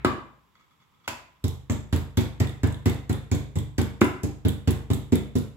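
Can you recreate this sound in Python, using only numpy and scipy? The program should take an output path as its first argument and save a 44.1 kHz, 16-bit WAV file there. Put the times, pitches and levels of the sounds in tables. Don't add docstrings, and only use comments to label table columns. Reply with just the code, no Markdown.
import sys
import numpy as np
from scipy import signal
from scipy.fft import rfft, irfft, next_fast_len
from scipy.io import wavfile
from scipy.ndimage import map_coordinates

SR = 44100
rng = np.random.default_rng(int(sys.argv[2]) if len(sys.argv) > 2 else 0)


def amplitude_ratio(level_db):
    exponent = np.asarray(level_db, float) / 20
    return 10 ** exponent


def dump_mix(stems):
    frames = np.atleast_2d(stems).T
    limited = np.clip(frames, -1, 1)
    pcm = np.round(limited * 32767).astype(np.int16)
    wavfile.write(sys.argv[1], SR, pcm)


N = 245371
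LEAD = SR // 2
SPAN = int(.47 * SR)

# frequency in Hz, level in dB per Hz.
HUSH_SPECTRUM = [(15, -36), (25, -5.5), (145, 1), (677, -18.5), (1020, -4.5), (1440, -16), (2610, -18),
                 (4140, -28.5), (5730, -19.5), (6210, -25.5), (6740, -24), (14000, -19), (16000, -22)]
# frequency in Hz, t60 in seconds.
KITCHEN_T60 = [(200, 0.35), (600, 0.49), (2000, 0.5), (5000, 0.41), (9000, 0.38), (15000, 0.28)]
# frequency in Hz, likeness from 0 to 1.
PORT_LIKENESS = [(150, 0.8), (300, 0.8), (600, 0.8), (1300, 0), (4000, 0)]
# frequency in Hz, level in dB.
WALL_COLOUR = [(150, -0.5), (350, -5), (700, 0), (4000, -0.5), (12000, -2)]
# frequency in Hz, level in dB.
PORT_COLOUR = [(20, -1), (45, 0.5), (70, 4), (2500, 5.5), (3600, 11.5), (5500, -1.5), (7600, 2),
               (9000, -11.5), (11600, -2), (13500, -7), (15800, -4.5), (16050, -15.5), (16700, -32)]
# frequency in Hz, left minus right in dB.
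PORT_BALANCE = [(60, -1.5), (150, -1.5), (380, -2), (950, 2.6), (2600, -0.5), (4000, -7), (15000, -3.5)]
# time in seconds, level in dB.
FINGER_PRESSURE = [(0.5, -99), (0.606, -60), (0.7, -76), (0.8, -79.5), (0.93, -82.5), (0.98, -80),
                   (1.065, -60.5)]
# start in seconds, peak in dB.
CATCHES = [(0.457, -92.5), (0.551, -59), (0.595, -60.5), (0.707, -61), (0.799, -64), (0.814, -63),
           (0.936, -64), (0.997, -66.5), (1.041, -58), (1.357, -70)]
# frequency in Hz, width in Hz, level in dB.
SLIDE_RESONANCES = [(176.5, 32, -2), (1070, 100, -8), (1280, 89, -2.5), (2200, 150, -8.5),
                    (3400, 79, -12.5), (4640, 430, -18.5), (6550, 1300, -22.5)]
# start in seconds, peak in dB, spoon ring in dB.
PEELS = [(0.067, -46, -11), (1.4812, -25, -10), (1.7206, -27, -12.5), (1.73, -36, 5.5), (1.7492, -42, -7),
         (1.9618, -23.5, -15), (2.2092, -25, -24), (2.4722, -33.5, -1), (2.4945, -34.5, -6),
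         (2.673, -31, -14), (2.725, -34, -6), (2.7454, -39.5, 2.5), (2.898, -24.5, -3.5),
         (2.9456, -36, -16), (3.1284, -25, -5), (3.3497, -24, -7), (3.587, -27.5, -4), (3.8153, -23, -6),
         (4.045, -24, -23), (4.484, -21.5, -10), (4.4922, -27.5, -5), (4.708, -21.5, -13),
         (4.7172, -27.5, -19), (4.913, -33, -12), (4.9344, -21.5, -9), (4.945, -27, -20), (5.135, -34, -7),
         (5.156, -22, -6.5), (5.3637, -30, -2), (5.3847, -27, -29)]
# frequency in Hz, level in dB.
TICK_SPECTRUM = [(3500, -16), (6000, -7.5), (8000, 5.5), (12000, 7), (17000, 0)]
# frequency in Hz, level in dB.
SPOON_RING = [(1500, -41), (3000, -12), (3600, -1), (4200, -26), (6000, -24), (9000, -51)]
# start in seconds, peak, low part, bright part and room, all in dB.
KNOCKS = [
    (0.047, -8, 1.5, -2.5, -3.5),
    (1.0774, -22.5, -3.5, -1.5, -2),
    (4.014, -4.5, 11, 1, -2.5),
]
# frequency in Hz, width in Hz, level in dB.
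BOARD_RESONANCES = [(257, 75, 0), (363, 50, 4.5), (750, 520, -5), (546, 150, -3.5), (962, 61, -8.5),
                    (1296, 550, -3.5), (1664, 180, -3), (2070, 223, -6), (2770, 940, -17)]
# start in seconds, peak in dB, pitch of the squeezed air pocket in Hz,
# its strength in dB.
SLAPS = [(0.0475, -30.5, 3940, 6.5), (1.0777, -26, 2520, 2.5), (1.4413, -32, 3560, -4),
         (1.6987, -30.5, 7200, 14), (1.927, -29.5, 3260, 1.5), (2.172, -26, 3220, 0.5),
         (2.4008, -29.5, 7500, -1), (2.6334, -34, 7700, 6), (2.8579, -28, 2820, -3),
         (3.0949, -32.5, 6370, -11), (3.3158, -29.5, 6500, 1), (3.5564, -35.5, 7700, 8),
         (3.7813, -28.5, 7600, -9), (4.0104, -25.5, 2580, 4), (4.2337, -32, 7700, -7),
         (4.451, -41, 3440, -6), (4.6754, -31.5, 2660, 0), (4.9025, -36.5, 7400, -1),
         (5.122, -32.5, 6940, 8), (5.3547, -32, 7700, -22)]
# frequency in Hz, level in dB.
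SLAP_SPECTRUM = [(1200, -34), (3000, -26.5), (5000, 0.5), (8000, 1.5), (12000, 5.5), (17000, -2.5)]
# start in seconds, upper thump peak in dB, deep thump in dB, flesh in dB,
# pitch at which the squashed spot answers in Hz.
BLOWS = [(0.049, -17.5, -29.5, -22.5, 1000), (1.078, -41.5, -42.5, -27.5, 1000),
         (1.4405, -22.5, -22, -44, 1000), (1.6978, -19.5, -22.5, -35, 700), (1.928, -17, -20, -33.5, 975),
         (2.1729, -16.5, -18.5, -31, 1080), (2.4023, -16.5, -18.5, -30.5, 2150),
         (2.6343, -15.5, -17.5, -31.5, 1600), (2.858, -15, -18, -29, 1040),
         (3.0965, -21, -21.5, -35.5, 1500), (3.316, -18.5, -20, -35, 2200), (3.5567, -23, -21, -42, 2300),
         (3.7825, -14.5, -20.5, -30.5, 1600), (4.013, -13, -23, -22, 1000), (4.2348, -20.5, -25, -43, 650),
         (4.4505, -15, -20.5, -36, 565), (4.675, -15.5, -18.5, -32.5, 620),
         (4.9026, -17, -19.5, -36.5, 900), (5.1232, -13, -20.5, -33, 620), (5.354, -16.5, -22, -42.5, 1400)]
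EARLIER_BLOW = (-0.3237, -3.5, -9, -7.5, 998)
# frequency in Hz, left in dB, right in dB, t60 in seconds,
# lead of the right port in radians.
LOW_MODES = [(41, -19, -23, .3, .6), (59.2, -10.5, -14.5, 1, .3), (84.2, -1, 2.5, 0.38, 0.71),
             (108.83, -0.5, -3, 0.43, 0.18), (134.83, -11, -5.5, 0.66, 0.2), (151.8, -6, -9, 0.48, 1.95),
             (182.7, -7.5, -2, 0.14, 1.55), (207.4, -5.5, -6, 0.49, 4.1), (245.7, 3.5, 7, 0.19, 2.39),
             (297.6, -11.5, -8, 0.38, .1), (367.4, -7.5, -6, 0.28, .2), (434.7, -13.5, -16, 0.33, .3),
             (466.4, -19.5, -21, 0.55, 0.3)]
# frequency in Hz, level in dB.
CUPBOARDS = [(40, -20), (90, -2), (150, -5), (250, 2), (380, -5), (520, -17), (900, -38)]
# frequency in Hz, level in dB.
DULL_FLESH = [(200, -3.5), (450, 6), (700, 2.5), (1000, 0.5), (1500, -9), (3000, -62)]
# frequency in Hz, level in dB.
BRIGHT_FLESH = [(500, -23), (1100, -2.5), (1600, 0.5), (2200, 3), (3500, -13), (6000, -14), (12000, -45)]


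def along(points, hz):
    f, value = np.transpose(points)
    return np.interp(np.log(hz + 1), np.log(f + 1), value)


def shaped(points):
    return lambda hz: amplitude_ratio(along(points, hz))


def unit(x):
    return x / np.sqrt(np.mean(x ** 2) + 1e-20)


def filtered(x, response):
    m = next_fast_len(x.shape[-1] + 4096)
    spectrum = rfft(x, m) * response(np.fft.rfftfreq(m, 1 / SR))
    return irfft(spectrum, m)[..., :x.shape[-1]]


def resonant(peaks):
    def response(f):
        total = 0
        for k, (centre, width, db) in enumerate(peaks):
            damping = 1j * f * width
            total = total + (-1) ** k * amplitude_ratio(db) * damping / (centre * centre - f * f + damping)
        return total
    return response


def silence():
    return np.zeros((2, LEAD + N + SPAN))


def add(track, s, sound):
    track[:, LEAD + round(s * SR):][:, :sound.shape[1]] += sound


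def room_tail(colour, size):
    hz = np.fft.rfftfreq(256, 1 / SR)
    frame_s = np.arange(size // 128 + 2) * 128 / SR
    z = rng.standard_normal((2, len(hz), len(frame_s), 2)) @ [1, 1j]
    turn = np.arccos(np.clip(along(PORT_LIKENESS, hz), 0, 1))[:, None] / 2
    z = np.cos(turn) * z[0] + np.array([1, -1])[:, None, None] * np.sin(turn) * z[1]
    z = z * amplitude_ratio(-60 * frame_s / along(KITCHEN_T60, hz)[:, None])
    tail = signal.istft(z, SR, nperseg=256)[1][:, :size]
    reflected = lambda f: colour(f) * shaped(WALL_COLOUR)(f)
    tail = filtered(tail, reflected)
    given_back = np.linalg.norm(reflected(hz)) / np.linalg.norm(colour(hz))
    onset = 1 - np.exp(-np.arange(size) / SR / 0.00073)
    return given_back * tail / np.sqrt(np.sum(tail ** 2) / 2) * onset


def strike(colour, rise, t60, wet_db, patchy_db=2.5, grain_db=4, size=SPAN):
    t = np.arange(4096) / SR
    knots = rng.standard_normal(64)
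    patches = lambda f: np.interp(np.log(f + 1), np.linspace(5, 10, len(knots)), knots)
    own = lambda f: colour(f) * amplitude_ratio(patchy_db * patches(f))
    grain = amplitude_ratio(grain_db * np.repeat(np.r_[.7, rng.standard_normal(127)], 32))
    puff = filtered(rng.standard_normal(len(t)) * grain, own)
    puff = unit(puff) * (1 - np.exp(-t / rise)) * amplitude_ratio(-60 * t / t60)
    out = amplitude_ratio(wet_db) * room_tail(own, size) * np.sqrt(2 * rise * SR + t60 * SR / np.log(1e6))
    lag = 5
    out[0, lag:lag + len(t)] += puff
    out[1, :len(t)] += puff
    return out


def flex(db, hz, t60):
    t = np.arange(SPAN) / SR
    return -amplitude_ratio(db - 60 * t / t60) * np.sin(2 * np.pi * hz * t) * (1 - np.exp(-t / 0.0024))


def hush():
    a, b = filtered(rng.standard_normal((2, N)), shaped(HUSH_SPECTRUM))
    return amplitude_ratio(-69.5) * unit(np.array([a + 0.61 * b, a - 0.88 * b]))


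def hand():
    out = silence()
    colour = resonant(SLIDE_RESONANCES)
    for s, db in CATCHES:
        add(out, s, amplitude_ratio(db - 5.5) * strike(colour, rise=0.0018, t60=0.14, wet_db=-2.5, size=SPAN // 2))
    s, db = np.transpose(FINGER_PRESSURE)
    level_db = np.interp(np.arange(N) / SR, s, db, left=-120, right=-120)
    uneven = map_coordinates(rng.standard_normal(N // 300 + 4), [np.arange(N) / 300])
    rub = rng.standard_normal((2, N)) * amplitude_ratio(3 * uneven)
    out[:, LEAD:LEAD + N] += amplitude_ratio(level_db - 8.5) * unit(filtered(rub, colour))
    return out


def peels():
    out = silence()
    for s, db, ring_db in PEELS:
        colour = lambda hz: shaped(TICK_SPECTRUM)(hz) + amplitude_ratio(ring_db + 10) * shaped(SPOON_RING)(hz)
        tick = strike(colour, rise=0.00016, t60=0.019, wet_db=-2.5, grain_db=5, size=SPAN // 2)
        bump = flex(-39.5, hz=325.0, t60=0.064)[:SPAN // 2]
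        add(out, s - .0005, amplitude_ratio(db - 4.5) * tick + bump)
    return out


def knocks():
    out = silence()
    for s, db, low_db, bright_db, room_db in KNOCKS:
        tilt = shaped([(450, low_db), (650, 0.009), (1300, 0.012), (1800, bright_db - 1)])
        colour = lambda hz: resonant(BOARD_RESONANCES)(hz) * tilt(hz)
        knock = strike(colour, rise=0.00046, t60=0.028, wet_db=room_db - 0.5, patchy_db=3.2, grain_db=0.0)
        add(out, s, amplitude_ratio(db - 2.0) * knock)
    return out


def slaps():
    out = silence()
    top = shaped([(8500, 0.0015), (10000, -1.5)])
    for s, db, pocket_hz, pocket_db in [(EARLIER_BLOW[0], -30, 4000, 0)] + list(SLAPS):
        pocket = resonant([(pocket_hz, 600, pocket_db)])
        colour = lambda hz: shaped(SLAP_SPECTRUM)(hz) * top(hz) + np.abs(pocket(hz))
        add(out, s - .001, amplitude_ratio(db - 3.0) * strike(colour, rise=0.00042, t60=0.065, wet_db=0))
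    return out


def thump(deep_db, upper_db):
    hz, left_db, right_db, t60, lead = np.transpose(LOW_MODES)[:, :, None]
    t = np.arange(SPAN) / SR
    chance = rng.standard_normal((3, len(hz), 1))
    deep = hz < 165
    level_db = np.where(deep, deep_db, upper_db) - 5.5 + np.where(deep, 1.5, 2.5) * chance[0]
    pitch = hz * (1 + np.where(deep, .006, .012) * chance[2])
    sign = (-1) ** np.arange(len(hz))[:, None] * np.where(deep, 1, -1)
    size = sign * amplitude_ratio(level_db - 60 * t / t60) * (1 - np.exp(-t / 0.0032))
    deep_lead_s = 0.0021
    turn = 2 * np.pi * pitch * (t + deep * deep_lead_s) + 0.64 * chance[1]
    apart = lead * (1 - np.exp(-t / 0.0045)) / 2
    left = np.sum(size * amplitude_ratio(left_db) * np.sin(turn - apart), axis=0)
    right = np.sum(size * amplitude_ratio(right_db) * np.sin(turn + apart), axis=0)
    crowd = amplitude_ratio(upper_db - 9.5) * strike(shaped(CUPBOARDS), rise=0.01, t60=0.14, wet_db=2.0)
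    board = flex(upper_db + 1.5, hz=294.6, t60=0.035) - flex(deep_db - 3.5, hz=101.5, t60=0.073)
    return np.array([left, right]) + board + crowd


def flesh(bright_db, spot_hz):
    answer = resonant([(spot_hz, 0.32 * spot_hz, 5)])
    spot = lambda hz: 3 + np.abs(answer(hz))
    dull_db = -37 + 0.56 * (bright_db + 36)
    dull = strike(lambda hz: shaped(DULL_FLESH)(hz) * spot(hz), rise=0.0045, t60=0.033, wet_db=4.5)
    bright = strike(lambda hz: shaped(BRIGHT_FLESH)(hz) * spot(hz), rise=0.0011, t60=0.035, wet_db=2.5)
    return amplitude_ratio(dull_db - 5.5) * dull + amplitude_ratio(bright_db - 5.5) * bright


def blows():
    out = silence()
    for s, upper_db, deep_db, bright_db, spot_hz in [EARLIER_BLOW] + list(BLOWS):
        add(out, s, thump(deep_db, upper_db - 5))
        on_board = min(abs(s - knock[0]) for knock in KNOCKS) < .01
        if not on_board:
            add(out, s - .0011, flesh(bright_db, spot_hz))
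    return out


def scene():
    hits = hand() + peels() + knocks() + slaps() + blows()
    return hush() + hits[:, LEAD:LEAD + N]


def roll_off(x):
    return signal.sosfilt(signal.butter(12, 16970, fs=SR, output="sos"), x)


def record(dry):
    halves = np.array([[.5], [-.5]])
    balance_db = lambda hz: halves * along(PORT_BALANCE, hz) * (hz > 550)
    ports = lambda hz: amplitude_ratio(along(PORT_COLOUR, hz) + balance_db(hz))
    return roll_off(filtered(dry, ports))


dry = scene()
out = record(dry)
dump_mix(out)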